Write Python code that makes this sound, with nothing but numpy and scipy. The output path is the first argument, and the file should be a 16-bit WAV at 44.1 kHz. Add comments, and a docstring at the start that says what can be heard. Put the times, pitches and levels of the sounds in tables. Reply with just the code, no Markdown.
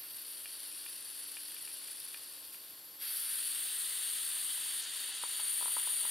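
"""Gas seeps and sputters, with a few ticks, as a butane can is pressed into the fill valve of a tool on a
workbench. Turbulence excites the resonances of the gap round the stem; after three seconds the seal
gives and it hisses hard, with brief puffs and a thin whistle. Towards the end the hand-damped can knocks
dully on its seat. A fan hums faintly behind, in a quiet shop."""
import sys
import numpy as np
from scipy import signal
from scipy.fft import rfft, irfft
from scipy.io import wavfile

SR = 44100
rng = np.random.default_rng(int(sys.argv[2]) if len(sys.argv) > 2 else 0)


def dump_mix(stems):
    """Bounce the given channels to the path in sys.argv[1] as a 16-bit WAV at rate SR."""
    frames = np.atleast_2d(stems).T  # one column per channel
    limited = np.clip(frames, -1, 1)  # hard clip at full scale
    pcm = np.round(limited * 32767).astype(np.int16)
    wavfile.write(sys.argv[1], SR, pcm)


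N = 269010
TIME = np.arange(N) / SR
HZ = np.fft.rfftfreq(N, 1 / SR) + 1e-3


def from_db(db):
    """The decibel scale: amplitude grows tenfold every 20 dB."""
    return 10 ** (np.asarray(db) / 20)


def rms_one(x):
    """Normalisation to unit mean power."""
    return x / np.sqrt(np.mean(x ** 2) + 1e-20)


def in_time(points):
    """Linear interpolation of a curve at every sample."""
    seconds, value = np.transpose(points)
    return np.interp(TIME, seconds, value)


def over_hz(points):
    """Interpolation of a spectrum along a logarithmic frequency axis."""
    hz, value = np.transpose(points)
    return np.interp(np.log(HZ), np.log(hz), value)


def flutter(rate_hz):
    """Random modulation: low-passed noise of unit rms wavers up to about the given rate."""
    return rms_one(irfft(rfft(rng.standard_normal(N)) / np.sqrt(1 + (HZ / rate_hz) ** 4), N))


def stereo_noise(correlation):
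    """Partial coherence: spectra of white noise at two microphones that hear partly the same thing."""
    alike = np.clip(correlation, 0, .999)
    mid, side = rfft(rng.standard_normal((2, N)))
    return np.sqrt(1 + alike) * mid + np.sqrt(1 - alike) * side * [[1], [-1]]


def resonances(modes, valley_db):
    """Resonant gain: steep-sided peaks add in power over a weak broad bed that fades in the bass."""
    power = sum((from_db(db) / (1 + ((HZ ** 2 - hz ** 2) / (HZ * width)) ** 2)) ** 2
                for hz, width, db in modes)
    return np.sqrt(power + from_db(valley_db) ** 2 / (1 + (1050 / HZ) ** 8))


def fan(air_db, waver_db):
    """Broadband and tonal noise: moving air rushes softly under a few slightly wavering motor lines."""
    # Each row: frequency in Hz, relative spectral density in dB.
    air_spectrum = [(20, -19), (45, -10), (70, -4.5), (130, -1.5), (250, -1), (480, 2.5), (750, -.5),
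                    (1100, 1.5), (2000, -8), (6000, -6), (16000, -12)]
    # Each row: frequency in Hz, level in dB.
    motor_lines = [(296.1, -77), (355.3, -80.5), (473.7, -83.5), (597.5, -82.5), (834.4, -84.5),
                   (1077, -80)]
    air = rms_one(irfft(stereo_noise(correlation=0.48) * from_db(over_hz(air_spectrum)), N))
    hum = 0
    for hz, db in motor_lines:
        amplitude = np.sqrt(2) * from_db(db + waver_db * flutter(rate_hz=3.5))
        hum += amplitude * np.sin(2 * np.pi * hz * TIME + 0.73 * flutter(rate_hz=2.3))
    return from_db(air_db) * air + hum * from_db([[.7], [-.7]])


def shop(x, tail_db, t60_s):
    """Reverberation: convolution adds near reflections and a short diffuse tail to the direct sound."""
    # Reflections off bench and shelves. Each row: delay in seconds, left and right gain in dB.
    echoes = [(.0022, -15, -14), (.0158, -17, -17), (.0192, -19, -19)]
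    response = rng.standard_normal((2, SR // 2)) * from_db(-60 * TIME[:SR // 2] / t60_s)
    response *= from_db(tail_db) / np.sqrt(np.sum(response[0] ** 2))
    response[:, 0] = 1
    for delay, left_db, right_db in echoes:
        response[:, int(delay * SR)] += from_db([left_db, right_db])
    return signal.fftconvolve(x[None], response, axes=1)[:, :N]


def strike(events, modes, spread_db, contact_hz):
    """Modal ringing: each impact excites every mode by a varying amount; a soft contact dulls it."""
    starts, level_db = np.transpose(events)
    chance = rng.standard_normal((len(events), len(modes)))
    ringing = np.zeros(N)
    for k, (hz, db, t60) in enumerate(modes):
        impulses = np.zeros(N)
        impulses[(starts * SR).astype(int)] = from_db(level_db + db + spread_db * chance[:, k])
        radius, angle = from_db(-60 / (t60 * SR)), 2 * np.pi * hz / SR
        feedback = [1, -2 * radius * np.cos(angle), radius ** 2]
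        ringing += signal.lfilter([.5, 0, -.5], feedback, impulses + 1e-18)
    return signal.sosfilt(signal.butter(2, contact_hz, fs=SR, output="sos"), ringing)


def stem_ticks():
    """Hard contact: the stem ticks in the valve and rings briefly in its modes."""
    # Each row: start in seconds, strength in dB.
    ticks = [(0.4575, -38.5), (0.863, -38.5), (1.3694, -37.5), (1.5655, -48), (1.6762, -42), (1.8822, -48),
             (2.1446, -38.5), (2.5452, -47)]
    # Each row: frequency in Hz, gain in dB, 60 dB decay time in seconds.
    stem_modes = [(420, -23, 0.0092), (1150, -13, .005), (1820, -2, 0.0077), (2440, -1.5, 0.025),
                  (2770, -2, 0.018), (3300, -12, .005)]
    return strike(ticks, stem_modes, spread_db=1, contact_hz=4500)


def can_knocks():
    """Damped vibration: the can knocks dully on its seat while the hand absorbs its ringing."""
    # Each row: start in seconds, strength in dB.
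    knocks = [(4.578, -56.5), (4.661, -59), (5.091, -54), (5.2366, -39.5), (5.397, -50.5), (5.403, -54),
              (5.6105, -47.5), (5.622, -50), (5.627, -44), (5.658, -44.5), (5.681, -46.5), (5.724, -56),
              (5.7674, -38.5), (5.7705, -51), (5.784, -50), (5.8732, -43.5), (6.037, -55), (6.052, -47.5),
              (6.083, -59)]
    # Each row: frequency in Hz, gain in dB, 60 dB decay time in seconds.
    can_modes = [(280, -22, .016), (584, -10, 0.019), (974, 6.5, 0.018), (1210, -4, 0.017),
                 (1600, -14, .007)]
    return from_db(1.5) * strike(knocks, can_modes, spread_db=2.0, contact_hz=1990)


def spurts():
    """Noise-driven resonance: as the can shifts, a side gap opens for a moment and lets out a puff."""
    # Each row: peak time and half length in seconds, centre and width in Hz, level in dB.
    puffs = [(2.542, 0.021, 11300, 5000, -49), (3.174, 0.044, 11300, 3000, -44),
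             (4.44, 0.015, 10400, 3000, -42), (4.836, 0.016, 6600, 3050, -48.5)]
    noise = stereo_noise(correlation=1.0)
    sound = 0
    for peak_s, half_s, hz, width, db in puffs:
        band = rms_one(irfft(noise * resonances([(hz, width, 0)], valley_db=-21), N))
        sound += from_db(db) * np.exp(-((TIME - peak_s) / half_s) ** 2) * band
    return sound


def whistle(hz, width_hz):
    """Edge tone: as the gap narrows, an unsteady whistle at the valve's lip rises out of the hiss."""
    # Each row: time in seconds, level in dB.
    swell = [(4.85, -65), (4.98, -50), (5.3, -48), (5.5, -62), (6.1, -64)]
    peak = resonances([(hz, width_hz, 0)], valley_db=-60)
    tone = rms_one(irfft(stereo_noise(correlation=.85) * peak, N))
    return from_db(in_time(swell)) * tone * from_db([[1.3], [-1.3]])


def scatter(depth):
    """Multipath interference: the shelves return the jet by many paths, rippling its spectrum finely."""
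    paths = rng.standard_normal(N) * (TIME > .006) * np.exp(-TIME / .014)
    return np.abs(1 + depth * rfft(paths) / np.sqrt(np.sum(paths ** 2)))


def turbulence():
    """Jet noise: its spectra at the two microphones differ in level and phase and are partly coherent."""
    # A reflection off the bench hollows the spectrum at fixed places. Each row: centre and width in Hz, gain in
    # dB.
    hollows = [(1140, 89, -1.5), (2230, 116, -3), (4980, 120, -2.5), (7850, 140, -2.5), (13080, 220, -5)]
    # Each row: frequency in Hz, correlation of left and right.
    likeness = [(700, .7), (1400, .985), (3400, .995), (4200, .89), (5200, .95), (6100, .7), (7800, .72),
                (9000, .9), (10800, .7), (12000, .8), (15500, .75)]
    # Each row: frequency in Hz, left minus right level in dB.
    balance = [(1000, .3), (2500, 0), (3900, -.4), (4500, 1.1), (6300, .3), (8000, 5), (9000, 3.1),
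               (10400, 3), (11400, -.8), (12100, 2.5), (13000, 0), (13800, 2), (15500, .7)]
    # Each row: frequency in Hz, phase lead of the right side in radians.
    right_lead = [(7200, 0), (8300, .6), (9700, .6), (10300, .25), (12000, .5), (15500, .35)]
    hollows_db = sum(db / (1 + (2 * (HZ - hz) / width) ** 2) for hz, width, db in hollows)
    jet = stereo_noise(over_hz(likeness)) * from_db(hollows_db + over_hz(balance) * [[.5], [-.5]])
    return jet * np.exp(1j * over_hz(right_lead) * [[0], [1]]) * scatter(depth=.46)


def ramp(start_s, length_s):
    """Linear rise from 0 to 1, then held."""
    return np.clip((TIME - start_s) / length_s, 0, 1)


def dying(start_s, decay_s):
    """Exponential decay from 1, held until the start."""
    return np.exp(-np.maximum(TIME - start_s, 0) / decay_s)


def choking(k, attack_s=.015):
    """Throttling: the can tilts and chokes the treble; gives the loss of register k in dB."""
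    # Each row: start and length in seconds, depth in dB before the register's weight.
    chokes = [(4.573, 0.11, 1.2), (4.802, .115, 6.5), (4.973, 0.23, 4), (5.105, 0.023, 9),
              (5.16, 0.05, 6.5), (5.24, 0.026, 6), (5.31, 0.085, 2.5)]
    # For each register: weight of the chokes, then recovery time in seconds.
    weight = [0, 0, 0, 1.15, 1]
    recovery_s = [.03, .03, .03, 0.066, 0.072]
    dips = [db * ramp(start, attack_s) * dying(start + length, recovery_s[k])
            for start, length, db in chokes]
    return weight[k] * np.max(dips, axis=0)


def pushing(k, attack_s=0.036, settle_s=0.35, ease_off_s=0.84, eased_calm=0.79):
    """Flow governs jet noise: each push sets the level, sputter and chugging of register k, in dB."""
    # Each row: start and easing time in seconds, flow in dB relative to full, ring-up time in seconds,
    # sputter and chugging depth in dB. 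The registers weight the flow and both depths.
    pushes = [(-.06, 2.05, -7.5, 0.18, 1.53, 1.5), (2.987, 6.5, 0, 0.14, .75, 0.5)]
    # Each list has one value for each register.
    full_flow_db = [-55.5, -45.5, -53.5, -38.5, -45.5]
    flow_exponent = [1.16, 0.95, 1.21, 1.17, 0.9]
    unsettled_db = [-2.5, -5, -8.5, 1, 7]  # a fresh gap is narrow and bright until the stem settles
    unrung_db = [2.5, 3.5, 2, -10.5, -2.5]  # its hiss takes a moment to ring up
    eased_db = [-6, -7.5, -7, -12.5, -.4]  # easing off pinches the gap, leaving mostly fizz
    state = 0
    for start, ease, flow_db, ring_up_s, sputter_db, chug_db in pushes:
        unsettled, unrung = dying(start, settle_s), dying(start, ring_up_s)
        eased = ramp(ease, ease_off_s)
        steady_db = full_flow_db[k] + flow_exponent[k] * flow_db
        level_db = steady_db + unsettled_db[k] * unsettled + unrung_db[k] * unrung + eased_db[k] * eased
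        push = np.array([level_db,
                         sputter_db * (1 - eased_calm * eased),
                         chug_db * (1 - unrung) * (1 - eased)])
        state = state + (push - state) * ramp(start, attack_s)  # each push takes over from the last
    return state


def gas_hiss(chug_hz, sputter_per_choke):
    """Source and filter: turbulence rings the gap round the stem, and drops modulate the amplitude."""
    # Resonances of the gap at three openings. Each row: centre and width in Hz, relative level in dB.
    seep = [(1710, 960, -16), (2770, 970, -14.5), (3660, 1900, -11.5), (4538, 570, -6), (5480, 780, -13.5),
            (7760, 980, -15), (9050, 850, -5), (9460, 240, -5), (10250, 440, 0), (10810, 380, -6),
            (11710, 670, -3.5), (12330, 1130, -12), (13490, 830, -10.5), (14800, 1600, -21)]
    leak = [(1350, 1220, -22), (1840, 880, -14), (3050, 1100, -11), (3740, 1250, -9), (4530, 450, -9),
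            (5410, 430, -17), (6570, 690, -17.5), (7480, 720, -17.5), (8340, 460, -5), (8920, 520, 0.5),
            (9630, 220, -3), (10130, 580, -2), (10700, 1230, -11), (11730, 1100, -8.5), (13530, 610, -11),
            (14930, 1280, -16)]
    spray = [(1350, 1500, -20), (1910, 1000, -15), (2970, 770, -11.5), (3650, 1150, -10.5), (4520, 370, -8),
             (5480, 260, -18.5), (6720, 750, -19.5), (8360, 1440, -13), (8890, 390, -1), (9530, 580, 1),
             (9740, 120, -3), (10900, 1360, -7.5), (11750, 240, -11), (12200, 960, -10),
             (13800, 490, -11.5), (14800, 1390, -17)]
    # Each row: time in seconds, opening (0 seep, 1 open leak, 2 spray).
    openings = [(3.15, 0), (3.35, .3), (3.6, 0.89), (5.15, 1.37), (5.52, 2)]
    # The edges divide five registers: low blow, rush, valley, sharp hiss and top fizz.
    edges_hz = [2400, 6200, 8000, 11100]
    # For each register: a spray's lift in dB, then weights of common sputter, own sputter and chugging.
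    spray_db = [0.5, 0, 0.5, 3, 2]
    common_weight = [0.75, 0.53, 0.86, 0.89, 0.46]
    own_weight = [0.65, 0.74, 0.82, 0.66, 1.14]
    chug_weight = [0.23, 0, 0, 0.43, 1.2]
    jet, registers = turbulence(), np.digitize(HZ, edges_hz)
    colours = [resonances(seep, valley_db=-27.5), resonances(leak, valley_db=-31.5),
               resonances(spray, valley_db=-33)]
    opening = in_time(openings)
    shares = [np.clip(1 - np.abs(opening - stage), 0, 1) for stage in range(len(colours))]
    drops = flutter(rate_hz=96)
    # Slugs of liquid pass the seal almost regularly and pump the finest fizz most.
    slug_hz = chug_hz * (1 + .13 * flutter(rate_hz=9))
    slugs = np.sin(2 * np.pi * np.cumsum(slug_hz) / SR)
    hiss = 0
    for k in range(len(edges_hz) + 1):
        band = sum(share * rms_one(irfft(jet * colour * (registers == k), N))
                   for share, colour in zip(shares, colours))
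        level_db, sputter_db, chug_db = pushing(k)
        choke_db = choking(k)
        flicker = common_weight[k] * drops + own_weight[k] * flutter(rate_hz=55)
        flicker_db = (sputter_db + sputter_per_choke * choke_db) * flicker
        pulse_db = chug_weight[k] * chug_db * slugs
        hiss += band * from_db(level_db + spray_db[k] * shares[-1] - choke_db + flicker_db + pulse_db)
    return hiss


def scene():
    """Superposition: gas, ticks and knocks at the bench add to the fan; the impacts reverberate."""
    impacts = stem_ticks() + can_knocks()
    gas = gas_hiss(chug_hz=22.94, sputter_per_choke=0.11) + whistle(hz=9580, width_hz=120) + spurts()
    return gas + shop(impacts, tail_db=-10.5, t60_s=.28) + fan(air_db=-63, waver_db=0.95)


def record(dry):
    """Band limiting: a steep low-pass removes the highest treble."""
    cutoff_hz = 15750
    return irfft(rfft(dry) / np.sqrt(1 + (HZ / cutoff_hz) ** 400), N)


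dry = scene()
out = record(dry)
dump_mix(out)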